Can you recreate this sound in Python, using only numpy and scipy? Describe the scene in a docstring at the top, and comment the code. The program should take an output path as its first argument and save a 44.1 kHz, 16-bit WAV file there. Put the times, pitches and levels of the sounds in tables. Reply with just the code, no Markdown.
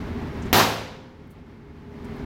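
"""A balloon bursts over a candle, close to a small camera microphone in a hard-walled room.
The bang is a pressure pulse, tearing noise and a damped thump, with echoes off the table and tray.
Shaped noise and decaying tones ring round the room; gain control, limiter and overload flatten the bang.
Behind it, a low noise rush, unsteady hum tones and thin hiss stay held down, then swell back after
more than a second. A few faint ticks, short bands of noise, are heard."""
import sys
import numpy as np
from scipy import signal
from scipy.fft import rfft, irfft
from scipy.io import wavfile
from scipy.ndimage import uniform_filter1d

SR = 44100
rng = np.random.default_rng(int(sys.argv[2]) if len(sys.argv) > 2 else 0)


def dump_mix(stems):
    """Bounce the given channels to the path in sys.argv[1] as a 16-bit WAV at rate SR."""
    frames = np.atleast_2d(stems).T  # one column per channel
    limited = np.clip(frames, -1, 1)  # hard clip at full scale
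    pcm = np.round(limited * 32767).astype(np.int16)
    wavfile.write(sys.argv[1], SR, pcm)


N = 99225
T = np.arange(N) / SR  # t/s
HZ = np.fft.rfftfreq(N, 1 / SR)  # f/Hz

# All source levels are those ahead of the microphone's gain control and limiter.
# Colour of the room's rush: f/Hz, relative density level/dB
AIR_COLOUR = [(20, -7.5), (45, -1.5), (90, -0.5), (170, -4), (250, -2.5), (320, -8), (400, -7.5),
              (500, -16.5), (660, -18.5), (880, -17.5), (1300, -22.5), (2100, -24.5), (2700, -30.5),
              (3600, -33.5), (5500, -40.5), (8400, -52.5), (13500, -54), (16000, -56)]
AIR_DB, AIR_DB_PER_S = -30.5, -2.5  # level at the start, and its slow easing
AIR_WAVER_DB, AIR_WAVER_HZ = 0.75, 14  # rms depth and upper edge of the level waver
HISS_DB = -73
# Hum of a fan or appliance: f/Hz, level/dB, unsteady amplitude share [0-1]
HUM_TONES = [(77.4, -46, 0), (150.2, -43.5, .4), (232, -43, 0.9), (244.4, -47, 0.8), (408.2, -45.5, 0.3),
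             (867, -59.5, .8), (2155, -65, 1)]
HUM_WAVER_HZ = 14  # spread of each unsteady tone
# Faint ticks and rustles: peak t/s, level/dB, rise t/s, decay t/s, centre f/Hz, width [octaves]
FAINT_TICKS = [(0.424, -50.5, 0.0026, 0.013, 6300, 0.33), (0.462, -58.5, 0.0078, 0.014, 6800, 0.28),
               (1.276, -55, .003, .004, 12500, .6), (1.310, -47, 0.0054, 0.014, 12870, 1),
               (2.047, -55, 0.0015, 0.009, 6800, .8), (2.162, -60, 0.0016, .005, 14100, .4)]

# Colour of the reverberation before its decay is applied: f/Hz, relative density level/dB
TAIL_COLOUR = [(50, -18.5), (100, -13), (200, -12), (400, -6), (550, -8), (800, -7.5), (1300, -11),
               (2000, -13.5), (4000, -16.5), (6000, -22.5), (8700, -33), (13500, -31), (16000, -38.5)]
# Decay of the reverberation: f/Hz, time to fall 60 dB t/s
ROOM_DECAY = [(100, 1.0), (300, 0.76), (900, 0.75), (3000, 0.74), (5500, 0.69), (8000, .58), (14000, 0.42)]
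TAIL_DB, TAIL_AT_S = -14, 0.17  # tail level, and the time after the pop at which it holds
BUILD_S, MODE_BUILD_S = .002, 0.01  # onset times of the reflections and of the resonances
# Early reflections: peak delay t/s, level/dB, rise t/s, decay t/s, centre f/Hz, width [octaves]
REFLECTION_CLUSTERS = [(0.024, -6, 0.029, 0.054, 1000, 0.51), (0.0089, -4.5, 0.028, 0.023, 2450, 0.84),
                       (.068, -8.5, .01, .028, 4100, .55), (0.05, -17, 0.0534, 0.04, 13500, 0.26),
                       (.073, -0.5, .003, 0.016, 1100, .7), (.05, -4.5, .003, .007, 420, 0.76)]
# Room resonances that outlast the bang: f/Hz, level/dB, time to fall 60 dB t/s
ROOM_MODES = [(109, -10.5, 0.9), (167.3, -14, .9), (217.3, -8, 0.57), (282.7, -12.5, 0.74),
              (390, -12.5, 0.67), (523.4, -20, 1.51), (627.7, -11.5, 0.47), (721, -7.5, 0.44),
              (786, -14.5, 0.71), (857, -11, 0.55), (948, -27, 1.6), (1027, -17, 0.42), (1160, -5.5, 0.29)]

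POP_S = 0.529
PULSE_S, PULSE_DB = .0007, 20.5  # released air: time to the pressure's zero crossing, and drive level
# Colour of the tearing rubber: f/Hz, relative density level/dB
RIP_COLOUR = [(300, -17.5), (2000, 3), (6800, -5), (9000, -15), (11300, -5), (14400, 0), (16000, 0)]
RIP_DB, RIP_S = 8.5, .002  # tearing: starting level and decay time
THUMP_HZ, THUMP_DB, THUMP_S = 275.6, 4.5, .004  # freed ball of air: pitch, level, decay time
# Echoes off the table and the tray: delay t/s, level/dB relative to the direct sound
NEAR_ECHOES = [(.0031, -2), (.0043, -3.5), (.006, -12)]

LOW_CUT_HZ, EDGE_HZ = 30, 16000  # lower and upper limits of the recorded band
TRIGGER_DB, TRIGGER_WINDOW_S = -8, .012  # level that trips the gain control
DUCK_DB, RETURN_S, RETURN_CURVE = 12, 1.434, 6.66  # steep curve: a long hold, then a late return
LIMIT_DB, LIMIT_WINDOW_S, LIMIT_LAG_S = -14, 0.011, .0025
CEILING_DB = 2  # soft overload
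FADE_S = .004


def amp(db):
    """Decibels to gain."""
    return 10 ** (np.asarray(db) / 20)


def unit(x):
    """Scales to rms 1."""
    return x / np.sqrt(np.mean(x ** 2) + 1e-20)


def read(points, hz):
    """Reads a table on a log-frequency axis."""
    f, value = np.transpose(points)
    return np.interp(np.log(hz + 1), np.log(f + 1), value)


def noise(gain):
    """Noise of rms 1 with the given gain at each frequency."""
    white = rng.standard_normal(N)
    return unit(irfft(rfft(white) * gain, N))


def delayed(x, s):
    """The sound, starting s seconds later."""
    silence = np.zeros(max(round(s * SR), 0))
    return np.concatenate([silence, x])[:N]


def puff(s, db, rise, decay, hz, octaves):
    """A band of noise that swells exponentially to its peak at time s and dies away."""
    shape = np.exp(-np.maximum((s - T) / rise, (T - s) / decay))
    octaves_off = np.log2((HZ + 1) / hz)
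    band = np.exp(-.5 * (octaves_off / octaves) ** 2)
    return amp(db) * shape * noise(band)


def hum_line(hz, db, unsteady):
    """One hum tone: a steady sine and a wavering narrow noise band, sharing the power."""
    steady = unit(np.sin(2 * np.pi * (hz * T + rng.random())))
    wavering = noise(np.exp(-((HZ - hz) / HUM_WAVER_HZ) ** 2))
    return amp(db) * (np.sqrt(1 - unsteady ** 2) * steady + unsteady * wavering)


def room_noise():
    """The room's background: a low rush, wavering and slowly easing, with hum tones and thin hiss."""
    waver = noise(1 / (1 + (HZ / AIR_WAVER_HZ) ** 4))
    rush_db = AIR_DB + AIR_WAVER_DB * waver + AIR_DB_PER_S * T
    rush = amp(rush_db) * noise(amp(read(AIR_COLOUR, HZ)))
    hum = sum(hum_line(*row) for row in HUM_TONES)
    return rush + hum + amp(HISS_DB) * noise(1)


def ticks():
    """Short, bright ticks and rustles, each a brief band of noise."""
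    return sum(puff(*row) for row in FAINT_TICKS)


def room_modes():
    """Room resonances: sines that build up quickly and decay exponentially."""
    ring = np.zeros(N)
    for hz, db, t60 in ROOM_MODES:
        decay = np.exp(-np.log(1000) * T / t60)
        ring += amp(db) * decay * np.sin(2 * np.pi * (hz * T + rng.random()))
    return ring * (1 - np.exp(-T / MODE_BUILD_S))


def reverberation():
    """Early clusters and dense reflections that die away, the treble first, over ringing room modes."""
    hz, t, bands = signal.stft(noise(amp(read(TAIL_COLOUR, HZ))), SR, nperseg=512)
    t60 = read(ROOM_DECAY, hz)[:, None]
    bands = bands * amp(-60 * (t - TAIL_AT_S) / t60)
    tail = amp(TAIL_DB) * signal.istft(bands, SR)[1][:N]
    clusters = sum(puff(*row) for row in REFLECTION_CLUSTERS)
    return (tail + clusters) * (1 - np.exp(-T / BUILD_S)) + room_modes()


def burst():
    """The skin rips and frees a pressure pulse with a short thump; nearby surfaces echo pulse and rip."""
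    u = T / PULSE_S
    # a rounded onset, then overpressure that turns to suction
    pulse = amp(PULSE_DB) * (1 - u) * np.exp(-u) * (1 - np.exp(-4 * u))
    rip = amp(RIP_DB) * noise(amp(read(RIP_COLOUR, HZ))) * np.exp(-T / RIP_S)
    thump = amp(THUMP_DB) * np.sin(2 * np.pi * THUMP_HZ * T) * np.exp(-T / THUMP_S)
    direct = pulse + rip
    echoes = sum(amp(db) * delayed(direct, s) for s, db in NEAR_ECHOES)
    return direct + thump + echoes


def scene():
    """The pop and its reverberation in the humming room, with the ticks."""
    pop = delayed(burst() + reverberation(), POP_S)
    return (room_noise() + ticks() + pop)[None]


def level_db(x, window_s):
    """Short-time level over a centred window."""
    power = uniform_filter1d(x ** 2, max(int(window_s * SR), 1))
    return 10 * np.log10(abs(power) + 1e-12)


def gain_control(x):
    """Turns the sound down while it is loud, then lets the gain come back along a steep late curve."""
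    loud = level_db(x, TRIGGER_WINDOW_S) > TRIGGER_DB
    last_loud = np.maximum.accumulate(np.where(loud, T, -10))  # -10 s: not tripped yet
    returned = np.minimum((T - last_loud) / RETURN_S, 1) ** RETURN_CURVE
    duck_db = DUCK_DB * (1 - returned)
    return x * amp(-uniform_filter1d(duck_db, size=64))


def limiter(x):
    """Takes off the short-time level above the limit, starting a moment before the loud sound arrives."""
    excess_db = np.maximum(level_db(x, LIMIT_WINDOW_S) - LIMIT_DB, 0)
    return x * amp(-delayed(excess_db, LIMIT_LAG_S))


def record(dry):
    """The camera microphone: low cut, gain control, limiter, soft overload, end fades and treble cut."""
    low_cut = signal.butter(2, LOW_CUT_HZ, "highpass", fs=SR, output="sos")
    x = signal.sosfilt(low_cut, dry[0])
    x = limiter(gain_control(x))
    x = amp(CEILING_DB) * np.tanh(x / amp(CEILING_DB))
    x = x * np.minimum(np.minimum(T, T[::-1]) / FADE_S, 1)
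    treble_cut = signal.firwin(401, EDGE_HZ, window=("kaiser", 8), fs=SR)
    return signal.oaconvolve(x, treble_cut, "same")[None]


dry = scene()
out = record(dry)
dump_mix(out)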